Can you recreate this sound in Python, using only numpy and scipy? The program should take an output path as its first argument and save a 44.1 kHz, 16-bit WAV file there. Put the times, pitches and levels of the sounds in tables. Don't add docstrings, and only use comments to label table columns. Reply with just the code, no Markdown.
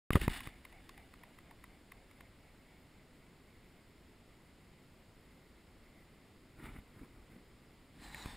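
import sys
import numpy as np
from scipy import signal
from scipy.fft import rfft, irfft, next_fast_len
from scipy.io import wavfile
from scipy.ndimage import uniform_filter1d, map_coordinates

SR = 44100
rng = np.random.default_rng(int(sys.argv[2]) if len(sys.argv) > 2 else 0)


def wav_record(signal):
    frames = np.transpose(np.atleast_2d(signal))
    bounded = np.clip(frames, -1, 1)
    quanta = np.round(bounded * 32767).astype(np.int16)
    wavfile.write(sys.argv[1], SR, quanta)


N = 368676
TIME = np.arange(N) / SR

# freq_hz, gain_db
WIND_EQ = [(10, -11), (22, -2), (50, -3.5), (120, -6), (250, -5.5), (400, -11), (700, -18.5), (1500, -31),
           (4000, -58)]
# freq_hz, gain_db
HISS_EQ = [(100, 11.5), (700, -1), (1150, 0.5), (1650, -2), (2050, -7), (2600, -2.5), (4000, -6),
           (5200, -5.5), (7000, -8), (9000, -13), (10000, -14), (11000, -18), (12800, -19.5),
           (14400, -21.5)]
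# pitch_hz, width_hz, gain_db
HISS_RINGS = [(2030, 520, -9), (9800, 370, -22), (14250, 800, -21)]
# freq_hz, gain_db
SIDE_HISS_EQ = [(20, -7), (60, 15), (500, 2.5), (2000, -4.5), (4500, -3), (6000, 0), (10000, -20.5),
                (15000, -64)]
# time_s, hollow_db, airy_db
SWISH_LEVELS = [(.5, -69, -65.5), (1.6, -70.5, -74), (2.5, -73, -71.5), (3.6, -83, -76), (4.9, -81, -101),
                (5.9, -79, -75), (6.3, -77, -89)]
# start_s, ring_db, low_ring_hz, snap_db, upper_rings_db
TICKS = [(0.651, -39, 1080, -68, 8), (0.725, -47, 877, -78, 6), (0.892, -42.5, 1080, -51.5, -2.5),
         (0.977, -43.5, 865, -77, 4), (1.138, -44.5, 1090, -64, 1), (1.235, -42.5, 1000, -79, 1.5),
         (1.387, -44.5, 1080, -66, 3), (1.51, -46.5, 970, -72, -1), (1.64, -40.5, 1050, -75, 3),
         (1.919, -39.5, 1090, -79, 5.5), (2.112, -49.5, 1130, -75, 6), (2.207, -42.5, 1140, -70, 2.0)]
# time_s, level_db, squeak_hz
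SLIDE_PATH = [(7.9, -91, 4060), (7.989, -70.5, 4180), (8.039, -54.5, 4100), (8.117, -58.5, 3960),
              (8.19, -52.5, 3930), (8.225, -55, 3900), (8.249, -54, 3610), (8.31, -54, 3550),
              (8.36, -58.5, 3630)]
# freq_hz, gain_db
SLIDE_EQ = [(300, -7), (560, -10), (850, 2.5), (1400, -8), (1850, 0.5), (2900, -11), (4500, -9.5),
            (7400, -16.5), (8200, -8.5), (9100, -21), (10300, -15), (12000, -34), (14200, -16),
            (16000, -36)]
# pitch_hz, width_hz, gain_db
SQUEAK_RINGS = [(3830, 320, -9), (4800, 500, -19), (5770, 400, -12.5), (6900, 400, -14.5)]
# start_s, hold_s, scuff_db, rasp_db, rumble_db
SCUFFS = [(6.564, 0.021, -52.5, -67, -62), (6.614, 0.051, -54, -57, -58), (6.737, 0.011, -57.5, -67, -55),
          (6.932, 0.073, -58.5, -83, -60), (7.108, 0.065, -64.5, -83, -59), (7.288, 0.036, -61, -89, -60)]
# freq_hz, gain_db
PALM_EQ = [(50, -4), (150, 6), (260, 5), (400, 0), (560, -17.5), (850, -12.5), (1200, -12.5), (1550, -11.5),
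           (2100, -14), (2700, -23), (3600, -49), (10000, -26), (14000, -32)]
# pitch_hz, width_hz, gain_db
RASP_RINGS = [(844, 430, -9.5), (1230, 660, -6), (2140, 1000, -4.5)]
# freq_hz, gain_db
RUMBLE_EQ = [(12, -22), (30, 13), (70, 4.5), (130, -3.5), (270, -1.5), (380, -11.5), (550, -35),
             (1000, -32), (3000, -69)]
# start_s, attack_s, hold_s, rub_db, rumble_db
FINGER_STROKES = [(0.113, 0.017, 0.058, -47.5, -49), (0.189, 0.026, .025, -44, -40),
                  (0.294, 0.0016, 0.02, -45.5, -44.5), (0.32, 0.017, 0.032, -46.5, -51),
                  (0.363, 0.0072, 0.095, -54.5, -51.5), (6.587, .06, .025, -61, -58),
                  (6.678, 0.012, 0.064, -67, -52.5), (7.918, 0.034, 0.397, -68.5, -56)]
# freq_hz, gain_db
RUB_EQ = [(300, -22), (550, -9), (800, -1.5), (1150, -5), (1400, -1), (2050, 0), (2550, -1), (3600, -8),
          (4400, -8.5), (7000, -13), (10200, -10), (11700, -29.5), (14400, -13), (16000, -25)]
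# pitch_hz, width_hz, gain_db
RUB_RINGS = [(1830, 460, -12), (2910, 340, -12), (3540, 620, -12.5)]
# pitch_hz, width_hz, gain_db
HOUSING_RINGS = [(2053, 450, -0.5), (2396, 280, -9.5), (2950, 440, -13.5), (3800, 350, -15.5),
                 (4420, 3800, -11.5), (8750, 420, -19), (9970, 1300, -12), (13600, 1800, -12.5)]
# time_s, thump_db, click_db, contact_s, low_ring_hz, upper_rings_db
KNOCKS = [(.1058, -18, -27.5, 0.00035, 1180, -10), (0.1321, -28.5, -31.5, 0.00095, 3000, 7),
          (0.156, -14, -23.5, .0017, 1170, -8.5), (.1682, -25, -29.5, 0.0025, 370, -23),
          (0.2159, -37, -34.5, .0009, 348, 1), (0.2798, -18.5, -24, 0.00086, 920, -11),
          (.405, -55, -40, .0011, 1100, -0.5), (.473, -31.5, -42, 0.00013, 1150, 2),
          (6.788, -45, -55, 0.0045, 250, -3), (7.014, -52, -46.5, 0.008, 285, -27),
          (7.361, -66, -49, 0.005, 221, -30), (8.146, -43, -40, 0.00046, 1850, -4),
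          (8.259, -28.5, -43.5, 0.00011, 1000, -3)]


def from_db(db):
    return 10 ** (np.asarray(db) / 20)


def rms_one(x):
    return x / np.sqrt(np.mean(x ** 2) + 1e-20)


def fader(times_s, levels_db):
    return from_db(np.interp(TIME, times_s, levels_db)) * (TIME >= times_s[0])


def stroke(start_s, attack_s, hold_s, release_s):
    t = TIME - start_s
    return np.clip(t / attack_s, 0, 1) * np.exp(-np.clip((t - attack_s - hold_s) / release_s, 0, 20))


def drift(rate_hz):
    steps = rng.standard_normal(N // 10)
    return rms_one(np.interp(TIME * rate_hz, np.arange(len(steps)), steps))


def colour(x, eq):
    hz, db = np.transpose(eq)
    size = next_fast_len(N)
    bins_hz = np.maximum(np.arange(size // 2 + 1) * SR / size, 1)
    curve = from_db(np.interp(np.log(bins_hz), np.log(hz), db))
    return rms_one(irfft(rfft(x, size) * curve, size)[:N])


def resonate(x, hz, width_hz):
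    r = np.exp(-np.pi * width_hz / SR)
    feedback = [1, -2 * r * np.cos(2 * np.pi * hz / SR), r * r]
    return signal.lfilter(np.array([1, 0, -1]) * (1 - r * r) / 2, feedback, x)


def rings(x, modes):
    return sum(from_db(db) * rms_one(resonate(resonate(x, hz, width), hz, width))
               for hz, width, db in modes)


def notch(x, hz, width_hz, depth_db):
    notched = signal.lfilter(*signal.iirnotch(hz, hz / width_hz, fs=SR), x)
    return notched + from_db(depth_db) * (x - notched)


def add(out, centre_s, sound):
    at = round(centre_s * SR) - len(sound) // 2 + np.arange(len(sound))
    inside = (at >= 0) & (at < N)
    out[at[inside]] += sound[inside]


def air(wind_db, hiss_db):
    wind = colour(rng.standard_normal(N), WIND_EQ)
    ringing = rings(rng.standard_normal(N), HISS_RINGS) * from_db(1.3 * drift(18))
    hiss = colour(rng.standard_normal(N), HISS_EQ)
    return from_db(wind_db) * wind + from_db(hiss_db) * (hiss + ringing)


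def swishes(first_s, gap_s, slowing_s, half_width_s, count):
    beat = np.arange(count)
    peaks_s = first_s + gap_s * beat + slowing_s * beat * (beat - 1) / 2
    swells = np.exp(-np.minimum(((TIME - peaks_s[:, None]) / half_width_s) ** 2, 20)).sum(axis=0)
    times_s, hollow_db, airy_db = np.transpose(SWISH_LEVELS)
    hollow = fader(times_s, hollow_db) * rings(rng.standard_normal(N), [(718, 240, 0)])
    airy = fader(times_s, airy_db) * rings(rng.standard_normal(N), [(2160, 370, 0)])
    return swells * (hollow + airy)


def contact(length_s, ring_hz, upper_db, rise):
    t = np.arange(-SR // 25, SR // 25) / SR
    span_s = length_s * np.where(t < 0, rise, 2 - rise)
    slips = np.exp(-np.abs(t / span_s) ** 0.94) * rng.standard_normal(len(t))
    click = rings(slips, [(ring_hz, 230, 0)]) + from_db(upper_db) * rings(slips, HOUSING_RINGS)
    return click / np.sqrt(uniform_filter1d(click ** 2, 3 * SR // 1000).max())


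def ticks(swell_s, ring_trim_db, snap_trim_db):
    ringing, snaps = np.zeros(N), np.zeros(N)
    for start_s, ring_db, ring_hz, snap_db, upper_db in TICKS:
        tick = contact(length_s=0.0017, ring_hz=ring_hz, upper_db=upper_db, rise=0.83)
        add(ringing, start_s + swell_s, from_db(ring_db + ring_trim_db) * tick)
        snap = stroke(start_s, attack_s=0.00061, hold_s=0.00093, release_s=0.0027)
        snaps += from_db(snap_db + snap_trim_db) * snap
    bright_noise = colour(rng.standard_normal(N), [(1500, -9), (3600, 0), (7000, -3), (14500, -21)])
    return ringing + snaps * bright_noise


def friction(eq, slips_per_s, spread_db, rough_db):
    sizes = from_db(spread_db * np.minimum(rng.exponential(1, N), 4)) * rng.choice([-1, 1], N)
    slips = sizes * (rng.random(N) < slips_per_s / SR)
    return colour(slips * from_db(rough_db * drift(140)), eq)


def slide():
    times_s, level_db, squeak_hz = np.transpose(SLIDE_PATH)
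    skin = friction(SLIDE_EQ, slips_per_s=12000, spread_db=2.5, rough_db=0.1)
    speed = np.interp(TIME, times_s, squeak_hz) / SQUEAK_RINGS[0][0]
    squeak = map_coordinates(rings(skin, SQUEAK_RINGS), [np.cumsum(speed)], order=3, mode="wrap")
    return fader(times_s, level_db) * (skin + squeak * from_db(2.1 * drift(40)))


def palm(attack_s, release_s):
    pressure = np.array([stroke(start_s, attack_s, hold_s, release_s) for start_s, hold_s, *_ in SCUFFS])
    scuff_gain, rasp_gain, rumble_gain = from_db(np.transpose(SCUFFS)[2:]) @ pressure
    skin = friction(PALM_EQ, slips_per_s=6000, spread_db=2.0, rough_db=2.0)
    rumble = friction(RUMBLE_EQ, slips_per_s=4400, spread_db=0.0, rough_db=5.5)
    return scuff_gain * skin + rasp_gain * rings(skin, RASP_RINGS) + rumble_gain * rumble


def fingers(creep_rub_db, creep_rumble_db, settle_db_per_s):
    settling = from_db(-settle_db_per_s * TIME)
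    rub_gain, rumble_gain = from_db(creep_rub_db) * settling, from_db(creep_rumble_db) * settling
    for start_s, attack_s, hold_s, rub_db, rumble_db in FINGER_STROKES:
        pressure = stroke(start_s, attack_s, hold_s, release_s=0.034)
        rub_gain = np.maximum(rub_gain, from_db(rub_db) * pressure)
        rumble_gain = np.maximum(rumble_gain, from_db(rumble_db) * pressure)
    skin = friction(RUB_EQ, slips_per_s=4500, spread_db=2.5, rough_db=2.1)
    rumble = friction(RUMBLE_EQ, slips_per_s=4500, spread_db=4.0, rough_db=2.0)
    return rub_gain * rms_one(skin + rings(skin, RUB_RINGS)) + rumble_gain * rumble


def thump(build_s, relax_s, soft_hz, leak_hz, rebound):
    t = np.arange(-SR // 16, SR // 16) / SR
    pressure = np.where(t < 0, -np.exp(-np.abs(t) / build_s), rebound * np.exp(-np.abs(t) / relax_s))
    softened = signal.sosfilt(signal.butter(2, soft_hz, fs=SR, output="sos"), pressure)
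    return signal.sosfilt(signal.butter(1, leak_hz, "high", fs=SR, output="sos"), softened) / rebound


def knocks():
    out = np.zeros(N)
    for time_s, thump_db, click_db, contact_s, ring_hz, upper_db in KNOCKS:
        body = thump(build_s=1.4 * contact_s, relax_s=0.004, soft_hz=1510, leak_hz=36, rebound=0.56)
        add(out, time_s, from_db(thump_db) * body)
        add(out, time_s, from_db(click_db) * contact(contact_s, ring_hz, upper_db, rise=0.45))
    return notch(out, hz=724, width_hz=1500, depth_db=-10.5)


def scene():
    beats = ticks(swell_s=0.0008, ring_trim_db=-9.0, snap_trim_db=1)
    beats += swishes(first_s=0.53, gap_s=0.2361, slowing_s=0.0022, half_width_s=0.053, count=23)
    handling = knocks() + fingers(creep_rub_db=-66, creep_rumble_db=-60.5, settle_db_per_s=6)
    grip_shifts = palm(attack_s=0.03, release_s=0.029) + slide()
    mid = air(wind_db=-63.5, hiss_db=-66.5) + beats + grip_shifts + handling
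    side = from_db(-78.5) * colour(rng.standard_normal(N), SIDE_HISS_EQ)
    return np.array([mid + side, mid - side])


def record(dry):
    open_s, cutoff_hz = 0.105, 16200
    coloured = notch(dry * (TIME >= open_s), hz=5990, width_hz=1930, depth_db=-18)
    return signal.sosfilt(signal.cheby2(18, 60, cutoff_hz, fs=SR, output="sos"), coloured)


dry = scene()
out = record(dry)
wav_record(out)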